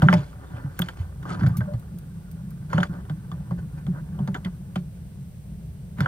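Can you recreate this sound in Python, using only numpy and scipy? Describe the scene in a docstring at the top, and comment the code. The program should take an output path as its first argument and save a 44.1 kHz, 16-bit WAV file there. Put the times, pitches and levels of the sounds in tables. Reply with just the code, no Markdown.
"""Igniter and gas knob of a camper fridge

A hand presses the igniter button and gas knob on the control strip, a phone held close above. Clicks are
decaying plastic modes with bursts of treble noise; thuds are low decaying swings of the cabinet. Fingers rub as
grainy filtered noise; squeaks and short rings sound as wavering tones; low filtered noise rumbles in the small
cabin. Two microphone ports hear these with the left leading; echoes, part of the rubbing and port hiss differ
in each."""
import sys
import numpy as np
from scipy import signal
from scipy.fft import rfft, irfft, next_fast_len
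from scipy.io import wavfile
from scipy.ndimage import uniform_filter1d

SR = 44100
rng = np.random.default_rng(int(sys.argv[2]) if len(sys.argv) > 2 else 0)


def to_wav(s):
    """Save 16-bit WAV."""
    ch = np.atleast_2d(s).T  # columns
    pcm = np.round(np.clip(ch, -1, 1) * 32767)  # PCM
    wavfile.write(sys.argv[1], SR, pcm.astype(np.int16))


N = 268039  # length in samples

# Modes of the plastic strip: (frequency [Hz], relative level [dB], t60 [s])
STRIP_MODES = [(1098, 11, 0.025), (1196, -3, 0.061), (1416, -3.5, 0.0287), (1538, 1, 0.021),
               (1764, 7.5, 0.016), (1983, 3, 0.054)]
# Modes of the low knock: (frequency [Hz], relative level [dB], t60 [s])
KNOCK_MODES = [(552, -3, 0.098), (596, -7, 0.19), (754.6, 0.5, 0.055), (861.6, -4, 0.098), (984, 1, 0.027)]
# Modes of the knob: (frequency [Hz], relative level [dB], t60 [s])
KNOB_MODES = [(3071, 2, 0.012), (3430, -10, 0.02)]
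# Upper modes, peaks of the treble noise: (frequency [Hz], relative level [dB], t60 [s])
UPPER_MODES = [(4387, 6, 0.11), (4690, -1, 0.032), (6836, 4, 0.018)]
# Spectrum of rubbing and rattle: (frequency [Hz], relative level [dB])
FINGER_COLOUR = [(250, 13.5), (560, -3.5), (900, -3), (1200, -4), (1550, 0), (1900, -10), (2400, -28)]
# Spectrum of treble rubbing and chatter: (frequency [Hz], relative level [dB])
FINGER_TREBLE = [(2000, 0), (3200, -7.5), (4600, -11.5), (5700, -11.5), (7200, -16), (13000, -24.5)]
GRAIN_DB, PATCHY_DB = 4.5, 4  # spread of sample levels, flicker of each third-octave


def undb(db):
    """Logarithmic level: 20 dB is a factor of ten in amplitude."""
    return 10 ** (np.asarray(db) / 20)


def curve(table):
    """Linear interpolation of a (time, level) table, one value per sample."""
    times, levels = np.transpose(table)
    return np.interp(np.arange(N) / SR, times, levels)


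def walk(rate):
    """Random modulation: levels drawn at rate [Hz], spread near 1, joined by a moving average."""
    hold = int(SR / rate)
    levels = rng.standard_normal(N // hold + 1)
    return uniform_filter1d(np.repeat(levels, hold), hold)[:N]


def noise(colour, grain_db=0, patchy_db=0, modes=()):
    """Spectral shaping of random pushes to rms 1, with optional grain, band flicker and resonance peaks."""
    resonance_db, resonance_width_hz = 9, 45
    hz, db = np.transpose(colour)
    size = next_fast_len(N)
    f = np.arange(size // 2 + 1) * SR / size + 1  # 1 Hz up, so that the logarithm is finite
    # a few samples much stronger than the rest make tiny clicks
    grain = undb(grain_db * np.minimum(rng.exponential(size=size), 6))
    spectrum = rfft(rng.standard_normal(size) * grain)
    spectrum = spectrum * undb(np.interp(np.log(f), np.log(hz), db, -90, -90))
    peaks = 1
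    for mode in modes:
        peaks = peaks + undb(resonance_db) / (1 + (2 * (f - mode[0]) / resonance_width_hz) ** 2)
    spectrum = spectrum * peaks
    if patchy_db:
        x = np.zeros(N)
        # overlapping triangular third-octave bands, each with its own random level
        for k in np.arange(np.floor(3 * np.log2(hz[0])), 3 * np.log2(hz[-1]) + 1):
            weight = np.clip(1 - np.abs(3 * np.log2(f) - k), 0, 1)
            band = irfft(spectrum * weight, size)[:N]
            x = x + undb(patchy_db * walk(90)) * band
    else:
        x = irfft(spectrum, size)[:N]
    return x / x.std()


def add(out, s, sound):
    """Superposition: add a sound from time s [s]."""
    i = int(s * SR)
    out[i:i + len(sound)] += sound[:max(N - i, 0)]


def ring(modes, t, scatter_db, detune, rise_s, favour_hz=0):
    """Modal sum: a blow of finite contact time excites decaying sines a little differently; peak 1."""
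    hz, db, t60 = (column[:, None] for column in np.transpose(modes))
    level_scatter, pitch_scatter = rng.standard_normal((2, len(modes), 1))
    if favour_hz:
        db = db - 60 * np.abs(np.log2(hz / favour_hz))  # dB lost per octave from the favoured pitch
    gain = undb(db + scatter_db * level_scatter - 60 * t / t60)
    x = np.sum(gain * np.sin(2 * np.pi * hz * (1 + detune * pitch_scatter) * t), axis=0)
    x = x * (1 - np.exp(-(t / rise_s) ** 2))
    return x / np.abs(x).max()


def ports(x, lead, pan):
    """Interaural-style phase and level: right lags by lead(Hz) radians and is pan(Hz) dB weaker."""
    size = next_fast_len(N + 64)
    hz = np.arange(size // 2 + 1) * SR / size
    both = rfft(x, size)
    left = both * undb(pan(hz) / 2)
    right = both * undb(-pan(hz) / 2) * np.exp(-1j * lead(hz))
    return irfft([left, right], size)[:, :N]


def rumble():
    """Band-limited noise: the cabinet's boom throbs unevenly; the rest of the cabin noise wavers slightly."""
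    # Boom over time: (time [s], mean level [dB])
    boom_levels = [(0.0, -33.5), (0.27, -45.5), (1.08, -44.5), (1.47, -25), (1.56, -26.5), (1.78, -38),
                   (3.84, -34.5), (4.15, -31), (4.55, -38), (6.08, -41)]
    # Spectrum of the boom: (frequency [Hz], relative level [dB])
    boom_colour = [(60, -30), (90, -13), (120, -1.5), (145, 1), (175, 1), (200, -4.5), (240, -24.5),
                   (400, -30)]
    # Spectrum of the cabin noise: (frequency [Hz], relative level [dB])
    cabin_colour = [(25, -27), (40, -5.5), (60, 3), (90, 1.5), (200, -18.5), (260, -44), (400, -22.5),
                    (800, -32), (1500, -51)]
    boom = undb(curve(boom_levels) + 1.8 * walk(24)) * noise(boom_colour)
    cabin_db = -41.5
    return boom + undb(cabin_db + 0.95 * walk(11.0)) * noise(cabin_colour)


def strokes():
    """Amplitude envelopes of friction, body and treble: each stroke swells and fades over its length."""
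    # Strokes of skin over the strip: (start [s], length [s], peak level [dB], treble relative to it [dB])
    stroke_events = [(-.05, 0.33, -38, -10.5), (0.109, 0.28, -56.5, -4.5), (0.311, 0.5, -49.5, -18),
                     (0.71, 0.26, -51.5, -2.5), (0.958, 0.097, -53, -2.5), (1.24, 0.15, -36.5, -11),
                     (1.327, 0.23, -41, -13.5), (2.676, 0.22, -37, -11.5), (2.871, 0.17, -48.5, -20.5),
                     (3.768, 0.035, -53, -16), (3.574, 0.036, -50, -17), (3.91, 0.12, -48, -33.5),
                     (4.086, 0.24, -63.5, -21), (5.958, 0.15, -38, -12.5)]
    # Fingers resting on the controls: (time [s], level [dB])
    rest_levels = [(0, -63), (1.1, -58.5), (1.65, -50), (1.85, -61), (2.6, -62.5), (3.2, -58), (4.5, -61),
                   (5.0, -70.5), (6.08, -73)]
    t = np.arange(N) / SR
    body = undb(curve(rest_levels))
    treble = body * undb(-19.5)
    for s, length, db, treble_db in stroke_events:
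        # a lean under 1 peaks early; the higher power swells the treble more narrowly
        lean, body_power, treble_power = 0.96, 1.77, 1.93
        swell = np.abs(np.sin(np.pi * np.clip((t - s) / length, 0, 1) ** lean))
        body = body + undb(db) * swell ** body_power
        treble = treble + undb(db + treble_db) * swell ** treble_power
    return body, treble


def fingers():
    """Friction: dragging skin makes grainy noise in the plastic's resonances, and rough wavering squeaks and
    short rings."""
    # Squeaks of skin and plastic, and short rings of the strip and knob: (time [s], length [s], mean pitch
    # [Hz], level [dB])
    squeak_and_ring_events = [(0.46, 0.07, 3600, -65), (1.294, 0.012, 1288, -39), (1.302, 0.02, 1254, -31),
                              (1.335, 0.022, 1250, -33), (1.537, 0.038, 1188, -40.5), (1.605, 0.022, 1563, -33.5),
                              (1.675, 0.066, 588, -34.5), (2.737, 0.024, 4380, -51)]
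    body, treble = strokes()
    grain = undb(2 * walk(200) + 1.8 * walk(30))
    body_noise = noise(FINGER_COLOUR, GRAIN_DB, PATCHY_DB, STRIP_MODES + KNOCK_MODES)
    treble_noise = noise(FINGER_TREBLE, GRAIN_DB, PATCHY_DB, KNOB_MODES + UPPER_MODES)
    rub = grain * (body * body_noise + treble * treble_noise)
    for s, length, hz, db in squeak_and_ring_events:
        t = np.arange(int(length * SR)) / SR
        waver = 1 + .014 * walk(200)[:len(t)]
        rough = undb(3.5 * walk(200)[:len(t)])
        swell = np.sin(np.pi * (t / length) ** .6) ** .5
        tone = np.sin(2 * np.pi * np.cumsum(hz * waver) / SR)
        add(rub, s, undb(db) * rough * swell * tone)
    # further rubbing, independent at each port
    rub_apart = undb(-4) * body * np.array([noise(FINGER_COLOUR), noise(FINGER_COLOUR)])
    return rub, rub_apart


def clicks():
    """Impact: snaps excite plastic modes, treble crack, chatter and rattle; panels echo them to each port."""
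    # Clicks: (time [s], strip level [dB], then relative to the strip: low knock [dB], knob [dB],
    # upper chatter [dB]; pitch that the blow favours [Hz])
    click_events = [(0.0202, -12, -3, -17, -22, 1340), (0.026, -32, 12, -26, -27.5, 1050),
                    (0.0405, -24.5, -21, -30, -30, 1200), (0.0858, -2, -22.5, -21.5, -45, 1440),
                    (0.1272, -13.5, 2, -16, -14, 1780), (0.137, -21, -0.5, -22, -11, 1500),
                    (0.791, -21.5, -8, -33, -39, 1530), (0.819, -25.5, -47, 6, -17.5, 1520),
                    (0.886, -24, -27, -8.5, -13.5, 1490), (1.2275, -40, -10.5, -12, -12.5, 1520),
                    (1.2533, -29, -13, -25, -32.5, 1290), (1.409, -31.5, -17, -47, -18.5, 1420),
                    (1.4333, -25, -16, -41, -23, 1500), (1.4633, -24.5, -17, -29, -14, 1540),
                    (1.6066, -27.5, -4.5, -20, -25, 1550), (1.736, -51.5, 16.5, -9, -2.5, 1090),
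                    (2.7302, -16, -8.5, -25, -20.5, 1390), (2.78, -14.5, -4, -14, -25.5, 1400),
                    (2.803, -28.5, 0, -2, -12.5, 1500), (2.8306, -12.5, -52, -15.5, -23, 1520),
                    (3.051, -49, -5, -5, -19, 1560), (3.0967, -32.5, -7, -16, -17.5, 1540),
                    (3.3155, -31, -13, -20, -19.5, 1020), (3.509, -29.5, -2, -23, -24, 1040),
                    (3.8653, -42.5, 5.5, -9, -7, 1620), (4.189, -42, 10.5, -5, -16.5, 1040),
                    (4.2748, -35, 4.5, -24, -9.5, 1610), (4.344, -29.5, -25, -10, -11, 1800),
                    (4.349, -24.5, -44, -18, -33, 1550), (4.36, -38, -35, -9, -30, 1560),
                    (4.447, -37, -10, 0, -3.5, 1970), (4.4595, -32, -9, -11, -26.5, 1600),
                    (4.757, -24, -7, -12, -11.5, 1390), (5.985, -35, -18.5, -26, -12.5, 1590),
                    (6.0051, -16, -17, -32, -17.5, 1430), (6.0593, -13, -29.5, -21, -40.5, 1410)]
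    # Thin treble ticks: (time [s], level [dB], t60 [s])
    tick_events = [(0.7906, -25.5, 0.022), (0.812, -36, 0.012), (0.818, -28.5, 0.018), (0.888, -41, 0.008),
                   (1.485, -44, 0.022), (1.569, -36, 0.073), (1.795, -49.5, 0.028), (1.986, -43.5, 0.021),
                   (2.313, -47, 0.034), (2.506, -47.5, 0.025)]
    crack_db = -7.5  # relative to the upper chatter
    rattle_db, rattle_per_db = -20.5, 0.46  # after a 0 dB click; growth per dB of click
    settle_s, settled_db = .0045, -8
    echo_db, echo_t60_s = -11, .035
    t = np.arange(int(.15 * SR)) / SR
    snaps, crack, rattle, chatter = np.zeros((4, N))  # the last three are envelopes of noise
    # the part lands again and damps the strip's ring
    damped = undb(settled_db * (1 - np.exp(-(t / settle_s) ** 4)))
    # each decay of the noise has a fast part and a weaker slow tail
    crack_decay = undb(-60 * t / 0.0071) + undb(-24.0 - 60 * t / 0.038)
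    chatter_decay = undb(-60 * t / 0.022) + undb(-9.5 - 60 * t / 0.12)
    chatter_decay = chatter_decay * np.minimum(t / 0.0012, 1)
    for s, db, knock_db, knob_db, upper_db, hz in click_events:
        snap = damped * ring(STRIP_MODES, t, 2, .015, .001, hz)
        snap = snap + undb(knock_db) * ring(KNOCK_MODES, t, 3.5, .02, .001)
        snap = snap + undb(knob_db) * ring(KNOB_MODES, t, 4, .02, .001)
        add(snaps, s, undb(db) * snap)
        add(crack, s, undb(db + upper_db + crack_db) * crack_decay)
        rattle_decay = undb(rattle_db + rattle_per_db * db - 60 * t / 0.084)
        add(rattle, s, rattle_decay * np.minimum(t / 0.005, 1) ** 2)
        add(chatter, s, undb(db + upper_db) * chatter_decay)
    for s, db, t60 in tick_events:
        add(crack, s, undb(db - 60 * t / t60) * np.minimum(t / 0.00046, 1))
    rattle = rattle * undb(2 * walk(200))
    chatter = chatter * undb(2 * walk(250))
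    crack_noise = noise([(2000, -6.5), (3200, -10.0), (8500, -10), (10500, -4.5),
                         (11700, -10.5), (13400, 3.5), (14500, -7.5), (16000, -7.5)])
    rattle_noise = noise(FINGER_COLOUR, GRAIN_DB, PATCHY_DB, STRIP_MODES + KNOCK_MODES)
    chatter_noise = noise(FINGER_TREBLE, GRAIN_DB, PATCHY_DB, KNOB_MODES + UPPER_MODES)
    direct = snaps + crack * crack_noise + rattle * rattle_noise + chatter * chatter_noise
    # decaying random reflections from 3 ms on, different at each port
    echo = rng.standard_normal((2, len(t))) * undb(-60 * t / echo_t60_s) * (t > .003)
    echo = undb(echo_db) * echo / np.linalg.norm(echo, axis=1, keepdims=True)
    return direct, signal.fftconvolve(direct[None], echo, axes=1)[:, :N]


def thuds():
    """Damped oscillation: the cabinet swings up over a cycle or two and rings out, a lower panel with it."""
    # Thuds: (time [s], level before the high-pass [dB], pitch [Hz])
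    thud_events = [(0.027, -2.5, 150), (0.061, -10.5, 178), (0.094, -10, 179.1), (0.134, -8.5, 174.8),
                   (0.167, -11.5, 143.2), (0.538, -22.5, 116.6), (0.646, -18, 137.3), (0.799, -16, 173.4),
                   (1.001, -14.5, 85.8), (1.388, -16, 114.4), (1.419, -10.5, 162.5), (1.433, -8, 130.4),
                   (1.471, -9, 115), (1.585, -13, 115.8), (1.74, -15.5, 114), (1.943, -25.5, 169.7),
                   (2.7447, -11, 154.8), (2.783, -12.5, 177.8), (2.895, -22, 165.2), (3.102, -18, 145.4),
                   (3.323, -25.5, 163), (3.517, -19, 171.5), (3.883, -16.5, 175.5), (4.204, -19, 182.3),
                   (4.285, -20, 186.2), (4.456, -20.5, 178.5), (4.765, -17, 177.5), (5.99, -20.5, 184.6),
                   (6.008, -11.5, 138)]
    out = np.zeros(N)
    t = np.arange(int(.3 * SR)) / SR
    for s, db, hz in thud_events:
        swing = np.sin(2 * np.pi * hz * t)
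        swing = swing + undb(-5.5) * np.sin(2 * np.pi * 0.79 * hz * t)  # lower panel
        swing = swing + undb(-23) * np.sin(2 * np.pi * 2.1 * hz * t)
        swing = swing * (1 - np.exp(-(t / 0.0051) ** 2)) * undb(-60 * t / 0.17)
        add(out, s - .002, undb(db) * swing / np.abs(swing).max())  # starts 2 ms before the listed time
    return signal.sosfilt(signal.butter(2, 70, "high", fs=SR, output="sos"), out)


def scene():
    """Superposition at two ports: shared sound leads at the left; echoes, some rubbing and hiss differ."""
    # Sounds at the hand: (frequency [Hz], left lead [rad], left minus right [dB])
    hand_lead = [(0, 0.069, -1), (244.1, 0.22, -0.5), (617, 1.4, 2.5), (1340, 1.58, -1.5),
                 (7280, 1.5, -0.5)]
    # Spectrum of the hiss shared by the ports: (frequency [Hz], relative level [dB])
    hiss_colour = [(300, 0.5), (1500, -13), (3000, -34.5), (7500, 5), (13500, 2), (16000, -0.5)]
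    # Spectrum of the noise of each port: (frequency [Hz], relative level [dB])
    port_colour = [(25, 15), (200, 7), (700, -16.5), (2000, -14), (6000, -20), (8000, -30.5),
                   (16000, -46.5)]
    port_lag_s, hiss_db, port_db = 0.000214, -64, -52.5
    lead_hz, lead_rad, pan_db = np.transpose(hand_lead)

    def lag(f):
        """Constant delay: phase grows in proportion to frequency."""
        return 2 * np.pi * f * port_lag_s

    def near_lead(f):
        """Near-field phase from the table; above its last point the constant delay holds."""
        return np.where(f < lead_hz[-1], np.interp(f, lead_hz, lead_rad), lag(f))

    def near_pan(f):
        """Near-field level difference from the table; none above its last point."""
        return np.interp(f, lead_hz, pan_db, 0, 0)

    rub, rub_apart = fingers()
    snaps, echoes = clicks()
    hand = ports(snaps + thuds() + rub, near_lead, near_pan)
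    cabin = ports(rumble() + undb(hiss_db) * noise(hiss_colour), lag, np.zeros_like)
    port_noise = undb(port_db) * np.array([noise(port_colour), noise(port_colour)])
    return hand + cabin + echoes + rub_apart + port_noise


def record(dry):
    """Low-pass filtering: the phone cuts the top above 15.9 kHz."""
    return signal.sosfilt(signal.ellip(10, .2, 80, 15900, fs=SR, output="sos"), dry)


dry = scene()
out = record(dry)
to_wav(out)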